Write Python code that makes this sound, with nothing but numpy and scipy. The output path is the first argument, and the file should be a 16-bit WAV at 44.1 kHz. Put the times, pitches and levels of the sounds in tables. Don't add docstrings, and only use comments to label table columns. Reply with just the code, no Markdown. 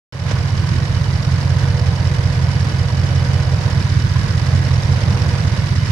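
import sys
import numpy as np
from scipy import signal
from scipy.fft import rfft, irfft, next_fast_len
from scipy.io import wavfile
from scipy.ndimage import uniform_filter1d

SR = 44100
rng = np.random.default_rng(int(sys.argv[2]) if len(sys.argv) > 2 else 0)


def persist_wave(psi):
    counts = np.round(np.clip(psi, -1, 1) * 32767).astype(np.int16)
    wavfile.write(sys.argv[1], SR, np.atleast_2d(counts).T)


N = 260631
T = np.arange(N) / SR
CYLINDERS, IDLE_RPM = 4, 650

# (time [s], share of second gait [0-1])
GAIT = [(0, 0), (3.6, 0), (3.75, .6), (4.2, 1), (5.5, 1), (5.63, .15), (5.9, 0)]
# (frequency [Hz], level [dB])
TICK_COLOUR = [(300, -6.5), (560, 3), (780, -19), (1000, -3.5), (1900, -2), (2600, -5), (3400, -8.5),
               (4600, -4.5), (5400, -0.5), (6300, -15.5), (7300, -14.5), (10000, -21.5), (13000, -53)]


def undb(db):
    return 10 ** (np.asarray(db) / 20)


def unit(x):
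    return x / np.sqrt(np.mean(x ** 2))


def curve(rows):
    return np.interp(T, *np.transpose(rows))


def over_hz(rows, size=N):
    hz, value = np.transpose(rows)
    return np.interp(np.log(np.fft.rfftfreq(size, 1 / SR) + 1), np.log(hz), value)


def shape(x, db):
    return irfft(rfft(x) * undb(db), x.shape[-1])


def walk(rate):
    hold = int(SR / rate)
    steps = np.repeat(rng.standard_normal(N // hold + 1), hold)
    return unit(uniform_filter1d(uniform_filter1d(steps, hold), hold)[:N])


def stereo_noise(size=N):
    # (frequency [Hz], likeness [0-1])
    likeness = [(120, 0.68), (300, 0.87), (600, 0.66), (1000, 0.6), (1600, 0.0055), (12000, 0.052)]
    alike = over_hz(likeness, size)
    common, opposed = rfft(rng.standard_normal((2, size)))
    return irfft(common * np.sqrt(1 + alike) + np.array([[1], [-1]]) * opposed * np.sqrt(1 - alike), size)


def strikes(cycles, place, jitter_s, scatter_db):
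    due = np.arange(int(cycles[-1]) + 1) + place
    due = due[due < cycles[-1]]
    late, strength = rng.standard_normal((len(due), 2)).T
    at = (np.interp(due, cycles, T) + jitter_s * late) * SR
    return np.clip(at.astype(int), 0, N - 1), undb(scatter_db * strength)


def steel_note(cycles, pitch_hz=2980, wobble_hz=10, flicker_db=3, ring_s=.014, ring_db=-53):
    # (time [s], level [dB])
    singing_level = [(0, -55), (.6, -52), (1.5, -53.5), (2.75, -54), (2.92, -49), (3.45, -49.5),
                     (3.65, -54), (5.9, -53.5)]
    ring_places = [.1, .21, .595, .71]
    phase = 2 * np.pi * np.cumsum(pitch_hz + wobble_hz * walk(110)) / SR
    singing = unit(np.sin(phase) * undb(flicker_db * walk(28.05))) * undb(curve(singing_level))
    blows = sum(np.bincount(*strikes(cycles, place, jitter_s=.0006, scatter_db=2.5), N)
                for place in ring_places)
    decay = signal.lfilter([1], [1, -np.exp(-1 / (ring_s * SR))], blows)
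    return singing + unit(decay * np.cos(phase)) * undb(ring_db)


def belt(rpm, follow=.294, waver_hz=3.5, flutter_db=2.4):
    # (frequency [Hz], relative level [dB])
    pulley_tones = [(396, -9), (479.5, 0), (558, -7), (612, -6), (701, -9), (787, -9), (897, -11),
                    (947, -10)]
    # (frequency [Hz], level [dB])
    rub_colour = [(100, -43), (350, -14), (540, 6), (850, 3), (1300, -5.5), (2200, -16), (4000, -45)]
    # (time [s], rubbing level [dB], hum level [dB])
    belt_level = [(0, -35, -42), (.4, -37.5, -42), (.6, -41.5, -49.5), (.85, -38.5, -43), (1.2, -37, -50),
                  (1.8, -36.5, -38.5), (2.25, -37, -43), (2.6, -40, -39.5), (2.8, -37.5, -43.5),
                  (3.2, -37.5, -40.5), (3.72, -33.5, -42), (3.98, -45, -50), (4.22, -39.5, -49),
                  (4.42, -36.5, -44.5), (4.62, -36, -44), (5.25, -34.5, -42.5), (5.52, -36.5, -42),
                  (5.66, -42, -47), (5.9, -44, -54)]
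    times, rub_db, hum_db = np.transpose(belt_level)
    speed = 1 + follow * (rpm / IDLE_RPM - 1)
    hum = 0
    for hz, db in pulley_tones:
        level = np.sqrt(2) * undb(db + flutter_db * walk(35))
        hum += level * np.sin(2 * np.pi * np.cumsum(hz * speed + waver_hz * walk(60)) / SR)
    rub = unit(shape(stereo_noise(), over_hz(rub_colour)))
    return hum * undb(np.interp(T, times, hum_db)) + rub * undb(np.interp(T, times, rub_db))


def chain_and_fan(rpm, grain_db=1.5, drift_db=.5, base_db=-27.5, db_per_rpm=.0048):
    # (frequency [Hz], level [dB])
    rush_colour = [(20, -28.5), (60, 4.5), (120, 13.5), (200, 10), (300, 0.5), (480, -4.5), (620, -9),
                   (780, -13.5), (1050, -5.5), (1350, -5), (2000, -3.5), (3000, -12), (5200, -12.5),
                   (7200, -22), (10000, -26), (13000, -37.5)]
    grainy = stereo_noise() * undb(grain_db * walk(500) + drift_db * walk(13))
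    return unit(shape(grainy, over_hz(rush_colour))) * undb(base_db + db_per_rpm * (rpm - IDLE_RPM))


def bump(at_s=.312, gain_db=-27, decay_s=.014, lead_s=.06, lead_db=-7):
    # (frequency [Hz], level [dB])
    bump_colour = [(100, -2), (300, 7), (520, 11), (900, 8), (1700, 10), (3000, 3), (5500, 3), (9000, -13),
                   (13000, -45)]
    gap = np.abs(T - at_s)
    envelope = np.where(T > at_s, np.exp(-gap / decay_s), undb(lead_db) * np.exp(-gap / lead_s))
    return undb(gain_db) * shape(stereo_noise() * envelope, over_hz(bump_colour))


def piston_slaps(cycles, rpm, attack_s=.0012, ring_s=.008, sag_db_per_rpm=.025):
    # (frequency [Hz], relative level [dB])
    block_notes = [(965, 6), (1020, -2), (1100, -.5)]
    # (level in first gait [dB], level in second gait [dB], pitch [ratio])
    pistons = [(-7.5, 0, 1.0), (0.5, 3.5, 1.04), (1, 0, 0.99), (1, 3.5, 1.0)]
    age, gait = T[:2048], curve(GAIT)
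    out = np.zeros((2, N + len(age)))
    envelope = (1 - np.exp(-age / attack_s)) * np.exp(-age / ring_s)
    for cylinder, (first_db, second_db, pitch) in enumerate(pistons):
        place = (cylinder + .665) / CYLINDERS
        for at, force in zip(*strikes(cycles, place, jitter_s=.0007, scatter_db=1)):
            ring = sum(undb(note_db) * np.sin(2 * np.pi * (hz * pitch * age + rng.random((2, 1))))
                       for hz, note_db in block_notes)
            db = first_db + gait[at] * (second_db - first_db) + sag_db_per_rpm * (IDLE_RPM - rpm[at])
            out[:, at:at + len(age)] += force * undb(db) * envelope * ring
    return unit(out[:, :N])


def hard_ticks(crack_s=.0034, ping_hz=5150, ping_spread=.105, ping_s=.0048, ping_db=-9, gain_db=-4):
    # (time [s], relative level [dB])
    landings = [(0.6906, -22), (1.249, -20), (1.7948, -23), (2.0737, -27), (2.166, -27), (2.513, -32),
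                (2.5351, -30), (3.267, -26), (3.334, -20), (3.4263, -30), (3.8995, -28), (4.0225, -28),
                (4.3967, -22.5), (4.4656, -25), (5.011, -35), (5.2195, -20), (5.312, -26), (5.5722, -37)]
    age = T[:2048]
    out = np.zeros((2, N + len(age)))
    colour = over_hz(TICK_COLOUR, len(age))
    for start, db in landings:
        hz = ping_hz * (1 + ping_spread * rng.uniform(-.96, 1))
        ping = np.sin(2 * np.pi * (hz * age + rng.random((2, 1)))) * np.exp(-age / ping_s)
        crack = unit(shape(stereo_noise(len(age)), colour)) * np.exp(-age / crack_s)
        at = int(start * SR)
        out[:, at:at + len(age)] += undb(db + gain_db) * (crack + undb(ping_db) * ping)
    return out[:, :N]


def valve_ticks(cycles, crack_s=.0072, tail_s=.008, tail_db=-14, ring_s=.0037, second_db=-4, detune=.008):
    # (place in the turn [0-1], relative level [dB],
    # brightness [dB per octave], first ping [Hz], second ping [Hz], ping over crack [dB])
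    contacts = [(.095, -5.5, 5.5, 6364, 5400, -2.5), (.135, -11.5, -4, 1950, 1744, 6),
                (.162, -1, 1, 4690, 3570, -3), (.187, -1.5, -3.5, 5080, 3996, -3.5),
                (.215, -2.5, 2.5, 5480, 2990, -5), (.36, -2.5, 1, 5380, 4550, -10),
                (.413, -3.5, -1, 5310, 4430, 1.5), (.598, -4.5, 3.5, 4990, 5860, -2),
                (.68, -6.5, -2.5, 4610, 3760, 0.5), (0.849, -2.5, -1.5, 4620, 6300, -6.5),
                (.9, -11, -2, 2066, 1960, 0.5), (.917, -5, 0, 5070, 3900, 0.5)]
    age = T[:1536]
    out = np.zeros((2, N + len(age)))
    decay = np.exp(-age / crack_s) + undb(tail_db) * np.exp(-age / tail_s)
    octave = np.log2(np.maximum(np.fft.rfftfreq(len(age), 1 / SR), TICK_COLOUR[0][0]))
    for place, db, brightness, first_hz, second_hz, ping_db in contacts:
        colour = over_hz(TICK_COLOUR, len(age)) + brightness * octave
        for at, force in zip(*strikes(2 * cycles, place, jitter_s=.0004, scatter_db=.8)):
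            pitch = 1 + detune * rng.standard_normal()
            first, second = (np.sin(2 * np.pi * (hz * pitch * age + rng.random((2, 1))))
                             for hz in (first_hz, second_hz))
            ping = unit((first + undb(second_db) * second) * np.exp(-age / ring_s))
            crack = unit(shape(stereo_noise(len(age)) * decay, colour))
            out[:, at:at + len(age)] += force * undb(db) * (crack + undb(ping_db) * ping)
    return unit(out[:, :N])


def rumble(cycles, thump_hz=103.4, thump_octaves=.33, crank_hz=143.3, crank_octaves=.22, crank_db=-6):
    # (level in first gait [dB], level in second gait [dB])
    thump_levels = [(0, -10), (0, -.5), (-12, -30), (1, 2.5), (-30, -1), (-12, -9), (-1, 1), (-15, -30)]
    # (delay [s], share [ratio; negative where an open end flips the pulse])
    pipe_echoes = [(.0218, .28), (.0468, -.48)]
    gait, spectrum = curve(GAIT), 0
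    size = next_fast_len(N + SR // 10)
    freq = np.fft.rfftfreq(size, 1 / SR) + np.finfo(float).eps
    thumps = [(.0894 + k / len(thump_levels), thump_hz, thump_octaves, *levels)
              for k, levels in enumerate(thump_levels)]
    crank_pulses = [(.3866 + k / 2, crank_hz, crank_octaves, crank_db, crank_db) for k in range(2)]
    for place, hz, width, first_db, second_db in thumps + crank_pulses:
        at, force = strikes(cycles, place, jitter_s=.00022, scatter_db=.5)
        strength = (1 - gait[at]) * undb(first_db) + gait[at] * undb(second_db)
        pushes = np.bincount(at, force * strength, size)
        band = np.exp(-.5 * (np.log2(freq / hz) / width) ** 2)
        spectrum -= rfft(pushes) * band
    pipes = 1 + sum(share * np.exp(-2j * np.pi * freq * delay) for delay, share in pipe_echoes)
    return unit(irfft(spectrum * pipes, size)[:N])


def lift_bands(x):
    # (frequency [Hz], width [Hz], lift [dB])
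    lifts = [(45, 19, 18.5), (68, 12, 5), (163, 16, 3), (337, 19, 4), (1030, 400, 2.5), (1500, 60, 6),
             (1665, 45, 6), (1780, 70, 1.5), (1950, 110, 1.5), (3880, 60, 3), (4635, 50, 4.5)]
    freq = np.fft.rfftfreq(N, 1 / SR)
    return shape(x, sum(db / (1 + (2 * (freq - hz) / width) ** 2) for hz, width, db in lifts))


def scene(rumble_db=-16.35, valves_db=-37.5, slaps_db=-41, sag_db_per_rpm=.014, rise_db_per_s=.34):
    # (time [s], speed [rpm])
    speed = [(0.0, 669.2), (0.4, 625.0), (0.7, 649.1), (1.15, 641.5), (1.5, 666.1), (1.8, 650.6),
             (2.2, 648.1), (2.5, 651.6), (2.85, 646.4), (3.2, 666.8), (3.5, 655.6), (3.95, 607.7),
             (4.25, 636.2), (4.5, 676.9), (4.8, 650.9), (5.15, 654.0), (5.55, 632.6), (5.91, 629.9)]
    # (frequency [Hz], left minus right [dB])
    balance = [(100, -3.8), (600, -3.5), (1000, -2.5), (1900, -2), (2500, -8), (3200, -10), (4500, -7),
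               (5400, -6.5), (6600, -11), (8000, 1), (10000, -1.5), (12500, -5)]
    rpm = curve(speed)
    cycles = np.cumsum(rpm) / (2 * 60 * SR)
    throb = rumble(cycles) * undb(rumble_db + sag_db_per_rpm * (IDLE_RPM - rpm))
    clatter = undb(valves_db) * valve_ticks(cycles) + chain_and_fan(rpm)
    clatter *= undb(rise_db_per_s * (T - T.mean()))
    engine = lift_bands(throb + clatter + hard_ticks() + bump())
    engine += undb(slaps_db) * piston_slaps(cycles, rpm) + belt(rpm) + steel_note(cycles)
    return shape(engine, np.array([[.5], [-.5]]) * over_hz(balance))


def record(dry, open_s=.124, full_s=.3, fade_db=-8, bass_fade_db=-9.5, bass_hz=160, top_hz=13700):
    fade_left = np.interp(T, [open_s, full_s], [1, 0])
    bass = signal.sosfiltfilt(signal.butter(2, bass_hz, fs=SR, output="sos"), dry)
    thinned = dry - bass + bass * undb(bass_fade_db * fade_left)
    faded = thinned * undb(fade_db * fade_left) * (T > open_s)
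    return signal.sosfilt(signal.ellip(8, .2, 70, top_hz, fs=SR, output="sos"), faded)


dry = scene()
out = record(dry)
persist_wave(out)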